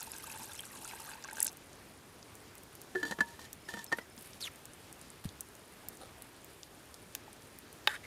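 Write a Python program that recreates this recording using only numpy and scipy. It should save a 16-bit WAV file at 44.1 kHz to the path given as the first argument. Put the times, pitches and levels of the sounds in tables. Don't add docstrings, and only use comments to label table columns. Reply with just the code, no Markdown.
import sys
import numpy as np
from scipy import signal
from scipy.io import wavfile

SR = 44100
rng = np.random.default_rng(int(sys.argv[2]) if len(sys.argv) > 2 else 0)


def wav_record(signal):
    frames = np.transpose(np.atleast_2d(signal))
    bounded = np.clip(frames, -1, 1)
    quanta = np.round(bounded * 32767).astype(np.int16)
    wavfile.write(sys.argv[1], SR, quanta)


N = 355446


def amp(db):
    return 10 ** (np.asarray(db) / 20)


def rms_one(x):
    return x / np.sqrt(np.mean(x ** 2) + 1e-20)


def drift(rate_hz):
    r = np.exp(-80 * np.pi * rate_hz / SR)
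    noise = rng.standard_normal(N // 40 + 2002)
    slow = signal.lfilter([1], [1, -2 * r, r * r], noise)[2000:]
    return np.interp(np.arange(N) / 40, np.arange(len(slow)), rms_one(slow))


def ring(clicks, hz, t60_s):
    r, w = amp(-60 / (t60_s * SR)), 2 * np.pi * hz / SR
    return signal.lfilter([0, np.sin(w)], [1, -2 * r * np.cos(w), r * r], clicks + 1e-18)


def grains(per_s, spread_db):
    sizes = amp(spread_db * np.minimum(rng.exponential(1, N), 4)) * rng.choice([-1, 1], N)
    return sizes * (rng.random(N) < per_s / SR)


def band(x, low_hz, high_hz):
    return signal.sosfilt(signal.butter(2, [low_hz, min(high_hz, .45 * SR)], "band", fs=SR, output="sos"), x)


def add(out, s, sound):
    i = round(s * SR)
    out[i:i + len(sound)] += sound[:N - i]


def decay(t60_s, size):
    return amp(-60 * np.arange(size) / SR / t60_s)


def sine(hz, size):
    return np.sin(2 * np.pi * hz * np.arange(size) / SR)


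def snap(hz, breadth, t60_s, tail_db, tail_t60_s):
    fade = decay(t60_s, size=1500) + amp(tail_db) * decay(tail_t60_s, size=1500)
    shape = np.append(np.geomspace(.02, 1, 50), fade)
    wide = 1 + np.clip(breadth, .03, 3)
    burst = band(rng.standard_normal(len(shape)) * shape, hz / wide, hz * wide)
    return burst / np.abs(burst).max()


def gliding(drive, hz, width_hz):
    turn = np.exp(2j * np.pi * np.cumsum(hz) / SR)
    low_pass = signal.butter(2, width_hz / 2, fs=SR, output="sos")
    slow = signal.sosfilt(low_pass, drive * np.conj(turn))
    return rms_one(np.real(slow * turn))


def strokes(rows, attack_s, sag_db, release_s):
    t, rows = np.arange(N) / SR, np.array(rows)
    current = np.maximum(np.searchsorted(rows[:, 0], t) - 1, 0)
    s, length, db, *rest = rows[current].T
    edges = np.clip(np.minimum((t - s) / attack_s, (s + length - t) / release_s), 0, 1)
    return [edges * amp(db + sag_db * np.clip((t - s) / length, 0, 1)), *rest]


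# start_s, level_db, length_s
CHIRPS = [(3.6, -66, .03), (3.64, -64, .05), (3.78, -64, .04), (3.865, -60, .045), (4.01, -63, .027),
          (4.105, -64, 0.029), (4.181, -64, .02)]
CHIRP_HZ = 5240
WHINE_HZ, WHINE_WIDTH_HZ, WHINE_DB = 13300, 300, -82


def insects():
    air = rng.standard_normal(N)
    out = amp(WHINE_DB + 3.9 * drift(7.4)) * gliding(air, np.full(N, WHINE_HZ), WHINE_WIDTH_HZ)
    tone = gliding(air, np.full(N, CHIRP_HZ), 120)
    for s, db, length in CHIRPS:
        i, size = round(s * SR), round(length * SR)
        out[i:i + size] += amp(db) * np.hanning(size) ** .5 * tone[i:i + size]
    return out


# (relative, per Hz)
HISS = [(12, -40), (20, -14.5), (74, 3), (177, -1.5), (328, 0), (513, -4.5), (1610, -9.5), (5530, -17),
        (10500, -19.5), (13900, -23), (16000, -59)]
# start_s, peak_db, centre_hz, breadth (share of the centre)
TICKS = [(1.516, -37, 10400, 0.45), (1.5284, -37.5, 10700, 0.51), (1.5698, -37, 8940, 0.45),
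         (1.73, -40, 6370, 0.4), (2.2273, -38, 4930, 0.45), (2.3527, -36.5, 9740, 0.45),
         (2.5526, -37.5, 9480, 0.45), (2.5795, -41, 8420, 0.45), (2.6334, -39, 11600, 0.45),
         (2.7516, -36, 9220, 0.45), (2.8155, -33.5, 10500, 0.49), (3.5294, -29, 9600, 0.56),
         (3.8422, -31, 9870, 0.37), (3.864, -36.5, 5250, 0.52), (4.1644, -40, 11500, 0.45),
         (4.1774, -39, 5190, 0.45), (4.2244, -35, 11400, 0.45), (4.3323, -39, 4840, 0.49),
         (4.4064, -34, 5010, 0.45), (4.4137, -31, 4500, 0.45), (4.5575, -40, 9030, 0.45),
         (4.6544, -31, 8980, 0.55), (4.7336, -39, 7470, 0.45), (4.9264, -32.5, 8240, 0.45),
         (5.013, -38.5, 7880, 0.35), (5.1018, -34.5, 8200, 0.36), (5.2897, -35.5, 4670, 0.49),
         (5.4066, -25.5, 10600, 0.42), (5.4864, -39.5, 8880, 0.45), (5.5516, -39, 9150, 0.45),
         (5.885, -23, 10400, 0.49), (5.9708, -38, 9410, 0.45), (6.221, -28.5, 10700, 0.45),
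         (6.4445, -35.5, 10900, 0.49), (6.6313, -32, 4730, 0.58), (6.9416, -34.5, 6800, 0.59),
         (7.3296, -36, 8400, 0.45), (7.421, -43, 5880, 0.45), (7.5867, -33, 11000, 0.56),
         (7.7273, -35, 9890, 0.45)]
HISS_DB = -55.5


def fire():
    hiss, together = 0, drift(3.0)
    white, (hz, db) = rng.standard_normal((2, N)), np.transpose(HISS)
    for k, low in enumerate(20 * 2 ** np.arange(0, 10, .5)):
        level_db = np.interp(np.log(low * 2 ** 0.21), np.log(hz), db)
        flicker_db = .5 * together + 1.1 * drift(9)
        hiss = hiss + amp(level_db + flicker_db) * band(white[k % 2], low, low * 2 ** .5)
    hiss = signal.sosfilt(signal.butter(8, 15300, fs=SR, output="sos"), hiss)
    crackle = rms_one(band(grains(90, 2.9), 8860, 10700))
    out = amp(HISS_DB) * (rms_one(hiss) + amp(-15) * crackle)
    for s, peak_db, hz, breadth in TICKS:
        add(out, s, amp(peak_db) * snap(hz, breadth, 0.0023, -12.5, 0.028))
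    return out


# start_s, length_s, level_db, brightness (0-1)
RUSTLES = [(3.96, 0.046, -53, 0.6), (4.18, .06, -53, .8), (4.24, .08, -57, .7), (4.33, 0.056, -57, .5),
           (4.4, 0.093, -49.5, .6), (5.238, 0.029, -46, 0.5), (5.92, .045, -59, 0.8)]


def rustles():
    level, bright = strokes(RUSTLES, 0.0075, -2.5, 0.011)
    bright = np.clip(bright, 0, 1)
    rub = grains(2500 * amp(5.5 * drift(50)), 3.5)
    crisp, dull = rms_one(band(rub, 7900, 12200)), rms_one(band(rub, 340, 4900))
    return level * (np.sqrt(bright) * crisp + np.sqrt(1 - bright) * dull)


# start_s, length_s, level_db
CREAK = (6.003, .06, -55)
# pitch_hz, width_hz (sets the decay), level_db
CREAK_MODES = [(566, 76, -5), (770, 98, -2.5), (1290, 290, -4), (4000, 1000, -4.5), (9400, 450, -4)]


def creak():
    slips = grains(1400, 4.5)
    body = sum(amp(db) * rms_one(ring(slips, hz, 2.6 / width)) for hz, width, db in CREAK_MODES)
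    return strokes([CREAK], .005, -3, .005)[0] * body


# start_s, level_db, pitch_hz, t60_s
THUMPS = [(4.177, -39.5, 230, .042), (5.254, -22.5, 170, .024), (5.258, -35, 91, .12),
          (7.279, -37, 850, .016)]
THUMP_RISE_S = .001


def thumps():
    out = np.zeros(N)
    for s, db, hz, t60 in THUMPS:
        rise = 1 - decay(7 * THUMP_RISE_S, size=6000)
        add(out, s, amp(db) * decay(t60, size=6000) * rise * sine(hz, size=6000))
    return out


# start_s, length_s, level_db
SQUEAK = (4.4, 0.0905, -41.5)
# time_s, pitch_hz
SQUEAK_PITCH = [(4.4, 6800), (4.42, 4730), (4.448, 3400), (4.466, 3100), (4.488, 1400)]


def squeak():
    level, = strokes([SQUEAK], .02, -2.2, 0.013)
    hz = np.interp(np.arange(N) / SR, *np.transpose(SQUEAK_PITCH))
    hz = hz * (1 + 0.04 * drift(55))
    air = grains(7600, 2.8)
    return level * (gliding(air, hz, 520) + amp(-8.5) * gliding(air, 2 * hz, 1500))


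# start_s, ring_db (drive into the modes), crack_db
SPOON = [(7.1506, -49, -22.5), (7.8734, -24, -19)]
# start_s, length_s, level_db, centre_hz (before wobble)
DRAG = [(7.885, 0.096, -41, 1820), (8.03, .05, -53.5, 2100)]
# pitch_hz, level_db, t60_s
CUP_STRUCK = [(390, -16.5, 0.046), (577, -13, 0.039), (847, -10.5, 0.064), (1170, -2, 0.014),
              (1570, -2, 0.03), (1790, -4, 0.027), (2250, -1, 0.017), (2570, -1.5, 0.022),
              (3080, 2.5, 0.014), (3520, -4.5, 0.035), (3776, 0, 0.024), (4450, -2.5, 0.014),
              (5170, -7, .02), (6200, -12, .02), (7100, -12, 0.022)]
CONTACT_CUT_HZ = 5000
REBOUND_S, REBOUND_DB = 0.001077, -10.5


def spoon():
    out, blows = np.zeros(N), np.zeros(N)
    for s, ring_db, crack_db in SPOON:
        touch = amp(ring_db) * np.exp(-2 * np.pi * CONTACT_CUT_HZ * np.arange(200) / SR)
        add(blows, s, touch)
        add(blows, s + REBOUND_S, amp(REBOUND_DB) * touch)
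        add(out, s - .001, amp(crack_db) * snap(6800, 1.2, 0.0045, -17, 0.05))
    out += sum(amp(db) * (-1) ** k * ring(blows, hz, t60) for k, (hz, db, t60) in enumerate(CUP_STRUCK))
    level, hz = strokes(DRAG, 0.01, -6.5, .015)
    slips = grains(5000 * amp(3.5 * drift(80)), 3.0)
    wall = rms_one(sum(amp(db) * ring(slips * rng.standard_normal(N), mode_hz, t60)
                       for mode_hz, db, t60 in CUP_STRUCK))
    scrape = gliding(slips, hz * (1 + .05 * drift(20)), 430)
    return out + level * (scrape + amp(-6) * wall + amp(-12.5) * rms_one(band(slips, 6700, 12000)))


# pitch_hz, level_db (within family), t60_s (free),
# family (0 with the ring, 2 crack, 3 with the thud; 2.5 joins the crack in knocks only)
BOTTLE = [(320.5, -10.5, 0.13, 3), (448, -12, 0.2, 3), (664, -8, 0.043, 3), (932, -8.5, 0.42, 2),
          (1000, -6, 0.04, 2.5), (830, 0, 0.024, 2), (1466, -8, 0.048, 0), (3120, -4.5, 0.059, 2),
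          (3540, -3.5, 0.04, 2), (4040, -3, 0.047, 2), (4600, -7.5, 0.071, 2), (5630, -6, 0.034, 2),
          (6810, -5.5, 0.044, 2), (12600, -7.5, 0.027, 2)]
# start_s, ring_db, ring_hz, thud_hz, thud_db, body_db (dull noise burst),
# crack_db, sustain (share of the free t60)
KNOCKS = [(2.9499, -37, 1807, 374, -34, -34, -56, 0.95), (2.9549, -27, 1750, 366, -30, -34, -51, 1),
          (3.029, -25, 1750, 297, -36.5, -36, -39, 1), (3.051, -30, 1750, 301, -36, -37, -41.5, 0.88),
          (3.078, -45, 1750, 222, -52, -42, -50, .9), (3.1095, -35, 1750, 208, -36, -30.5, -37.5, 0.64),
          (3.1207, -28.5, 1830, 191, -57, -29.5, -44, 0.51), (3.1862, -40, 1720, 178, -40, -30, -52, 1),
          (3.2055, -15, 1730, 211, -35.5, -22.5, -33.5, 0.62), (3.3909, -48, 1865, 214, -63, -41, -53, 1),
          (3.6868, -32, 1762, 376, -46, -55, -50, 0.52), (3.738, -35, 1790, 206.5, -39.5, -32, -42.5, 0.69),
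          (3.77, -43, 1804, 195, -46, -34, -55, .83), (3.7903, -37, 1780, 216, -54, -44, -44.5, 0.56),
          (3.9172, -32, 1820, 373, -38, -29, -48, .32), (3.9239, -20, 1816, 180, -43, -21, -33.5, .42),
          (3.93, -20, 1840, 353, -32, -26, -59, .3), (3.9846, -37, 1990, 373, -53, -25, -52, .4)]
THUD_T60_S, RING_T60_S = 0.16, 0.11
KNOCK_RISE_S = .0012


def bottle_knocks():
    out, t = np.zeros(N), np.arange(9000) / SR
    for s, ring_db, ring_hz, thud_hz, thud_db, body_db, crack_db, sustain in KNOCKS:
        family_db = {0: ring_db, 2: crack_db, 3: thud_db}
        modes = [(thud_hz, thud_db, THUD_T60_S), (ring_hz, ring_db, RING_T60_S)]
        spot_db = rng.normal(0, 1.5, len(BOTTLE))
        modes += [(hz, family_db[round(family)] + db + d, t60)
                  for (hz, db, t60, family), d in zip(BOTTLE, spot_db)]
        sound = sum(amp(db) * decay(t60 * sustain, size=9000) * sine(hz, size=9000)
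                    for hz, db, t60 in modes)
        add(out, s, sound * (1 - np.exp(-t / KNOCK_RISE_S)))
        add(out, s, amp(crack_db + 2) * snap(4460, 0.98, 0.019, 10, 0.047))
        add(out, s, amp(body_db - 1.5) * snap(524, 1.63, 0.036, -30, .03))
    return out


# start_s, length_s, level_db, ring_hz, high_db (high modes against the ring)
CAP = [(2.95, .1, -49.5, 1745, -9), (3.05, 0.11, -50, 1785, -3), (3.185, 0.072, -50, 1760, -12),
       (3.265, .12, -58.5, 1770, -1), (3.385, 0.097, -55.5, 1830, 2), (3.68, 0.17, -52, 1800, -0.5),
       (3.91, .075, -52, 1840, -8), (3.985, .08, -58, 1980, -10)]


def cap():
    level, ring_hz, high_db = strokes(CAP, 0.014, -5.5, 0.032)
    slips = grains(2500 * amp(3.7 * drift(40)), 3.1)
    high = rms_one(sum(amp(db) * ring(slips * rng.standard_normal(N), hz, 0.45 * t60)
                       for hz, db, t60, family in BOTTLE if family == 2))
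    high = high + amp(-1) * rms_one(band(slips, 2400, 10200))
    return level * (gliding(slips, ring_hz, 110) + amp(high_db) * high)


# time_s, spray_db, cup_db (ringing and gurgle)
STREAM = [(0, -50, -60), (.2, -55, -64), (.3, -53, -57), (.6, -56.5, -64), (.86, -54, -58.5),
          (1.09, -51.5, -56.5), (1.14, -62, -58), (1.19, -69, -60), (1.32, -63, -58), (1.39, -52, -55),
          (1.47, -53, -62), (1.52, -70, -75)]
# pitch_hz, width_hz (sets the decay), level_db
CUP = [(898, 52, 9), (1586, 110, 9), (2610, 280, -2), (3580, 44, -14), (4040, 49, -11), (4500, 81, -25),
       (5470, 240, -15), (6660, 83, -27)]
STREAM_END_S = STREAM[-1][0]
UPPER_MODES_DB, SURGE_DB = -4, 2


def stream():
    t = np.arange(N) / SR
    s, spray_db, cup_db = np.transpose(STREAM)
    dealt, clicks, spray = rng.integers(0, 20, N), grains(2200 * amp(3.5 * drift(30)), 4.0), 0
    for k, hz in enumerate(np.geomspace(2500, 13500, 20)):
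        burst = ring(ring(clicks * (dealt == k), hz, 20.0 / hz), hz, 30.0 / hz)
        spray = spray + rms_one(burst) * amp(-4.0 * abs(np.log2(hz / 9500)))
    soft = rms_one(band(rng.standard_normal(N), 7100, 10900))
    spray = rms_one(spray) + amp(-9.5 + 4.7 * drift(40)) * soft

    patter = grains(2500 * amp(4.4 * drift(28)), 4.1)
    modes = [amp(db + 3.0 * drift(7)) * rms_one(ring(patter * rng.standard_normal(N), hz, 1.6 / width))
             for hz, width, db in CUP]
    dealt, plinks = rng.integers(0, 10, N), grains(120, 5.2)
    gurgle = sum(ring(ring(plinks * (dealt == k), hz, 6.0 / hz), hz, 33.0 / hz) * hz
                 for k, hz in enumerate(np.geomspace(800, 2100, 10)))
    cup = rms_one(sum(modes[:2])) + amp(-2) * rms_one(gurgle)
    cup = cup + amp(UPPER_MODES_DB) * rms_one(sum(modes[2:]))

    out = amp(np.interp(t, s, spray_db)) * rms_one(spray) + amp(np.interp(t, s, cup_db)) * cup
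    return out * (t < STREAM_END_S) * amp(SURGE_DB * drift(8))


# start_s, level_db, hardest_mode (0 low, 1 second, 2 upper)
SLUGS = [(.014, -45.5, 0), (.073, -44, 0), (.135, -40, 2), (.276, -43, 0), (.4, -44, 0), (.418, -44, 0),
         (.496, -43.5, 1), (.557, -47, 2), (.636, -43, 1), (.76, -48, 0), (.853, -50, 0), (.901, -44, 2),
         (.935, -49, 0), (1.001, -45, 0), (1.09, -39.5, 1), (1.154, -44.5, 0), (1.245, -37.5, 1),
         (1.287, -37, 1), (1.31, -42, 1), (1.334, -45, 0), (1.37, -38, 1), (1.383, -34, 1), (1.401, -44, 0),
         (1.461, -42, 1), (1.478, -36, 2)]
OTHER_MODES_DB = -13.5


def slugs():
    out = np.zeros(N)
    s, level_db, hardest = np.array(SLUGS).T
    for k, (hz, width, db) in enumerate(CUP):
        blows, missed = np.zeros(N), np.round(hardest) != min(k, 2)
        mode_db = (k > 2) * db
        blows[np.round(s * SR).astype(int)] = amp(level_db + missed * OTHER_MODES_DB + mode_db)
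        out += ring(blows, hz, 3.3 / width)
    return out


# start_s, peak_db, centre_hz
DROPS = [(.0054, -30, 6850), (.016, -37, 5100), (.0285, -29, 12000), (.117, -29, 9540), (.183, -33, 11300),
         (.271, -34, 8700), (.2966, -35, 9210), (.3151, -32, 9700), (.321, -36, 7440), (.3745, -35, 8900),
         (.384, -37, 10800), (.432, -35, 9000), (.456, -35, 10700), (.5336, -31.5, 10000),
         (.551, -37, 7960), (.59, -32, 8400), (.605, -29, 9600), (0.6534, -35.5, 9300), (.751, -37, 9490),
         (0.846, -29.5, 8160), (.8762, -31, 8800), (.9471, -40, 8750), (.9614, -39, 9770),
         (1.0022, -31.5, 9400), (1.0184, -36, 9540), (1.0944, -35, 10000), (1.239, -32, 5600),
         (1.245, -34.5, 6450), (1.2769, -41, 5270), (1.2978, -40, 5470), (1.3113, -35, 7680),
         (1.3304, -33, 9500), (1.355, -37, 7000), (1.3682, -36, 6500), (1.3943, -35, 4630),
         (1.4028, -15.5, 9200), (1.417, -27, 8260), (1.4257, -17, 8100), (1.4282, -10, 10500),
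         (1.4447, -18, 10900), (1.4488, -22, 9900), (1.4537, -31, 6940), (1.464, -30, 4000),
         (1.467, -18, 8450), (1.478, -23.5, 6600), (1.4836, -31, 5170), (1.493, -36, 5600)]
SMALL_DROPS_PER_S, SMALL_DROP_MAX_DB = 22, -42


def drops():
    out = np.zeros(N)
    chances = rng.random((60, 3))[:round(SMALL_DROPS_PER_S * STREAM_END_S)]
    small = [(when * STREAM_END_S, SMALL_DROP_MAX_DB - 6 * weak, 4000 * 2.7 ** pitch)
             for when, weak, pitch in chances]
    for s, peak_db, hz in DROPS + small:
        add(out, s, amp(peak_db) * snap(hz, 0.21, 0.0032, -11.5, 0.019))
    return out


# start_s, peak_db, pitch_hz (at the start)
BUBBLES = [(.0254, -42, 4080), (0.301, -37.5, 2570), (.5182, -41, 3540), (0.5939, -32, 3180),
           (.6315, -44, 3570), (.8944, -44, 2840), (.9114, -41, 2240), (1.136, -42, 4600),
           (1.241, -42, 5550), (1.29, -41, 2230), (1.4037, -42, 4870), (1.426, -42, 5560),
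           (1.4684, -36, 5400)]
BUBBLE_T60_S, BUBBLE_RISE_PER_S = 0.021, 2.2


def bubbles():
    out = np.zeros(N)
    for s, peak_db, hz in BUBBLES:
        pitch = hz * (1 + BUBBLE_RISE_PER_S * np.arange(2000) / SR)
        tone = np.sin(2 * np.pi * np.cumsum(pitch) / SR)
        add(out, s, amp(peak_db) * decay(BUBBLE_T60_S, size=2000) * tone)
    return out


def scene():
    background = insects() + fire()
    handling = rustles() + creak() + thumps() + squeak()
    metal = spoon() + bottle_knocks() + cap()
    pour = stream() + slugs() + drops() + bubbles()
    return (background + handling + metal + pour)[None]


CUTOFF_HZ = 16700


def record(dry):
    dry = signal.sosfilt(signal.butter(1, 25, "high", fs=SR, output="sos"), dry)
    return signal.sosfilt(signal.cheby2(12, 60, CUTOFF_HZ, fs=SR, output="sos"), dry)


dry = scene()
out = record(dry)
wav_record(out)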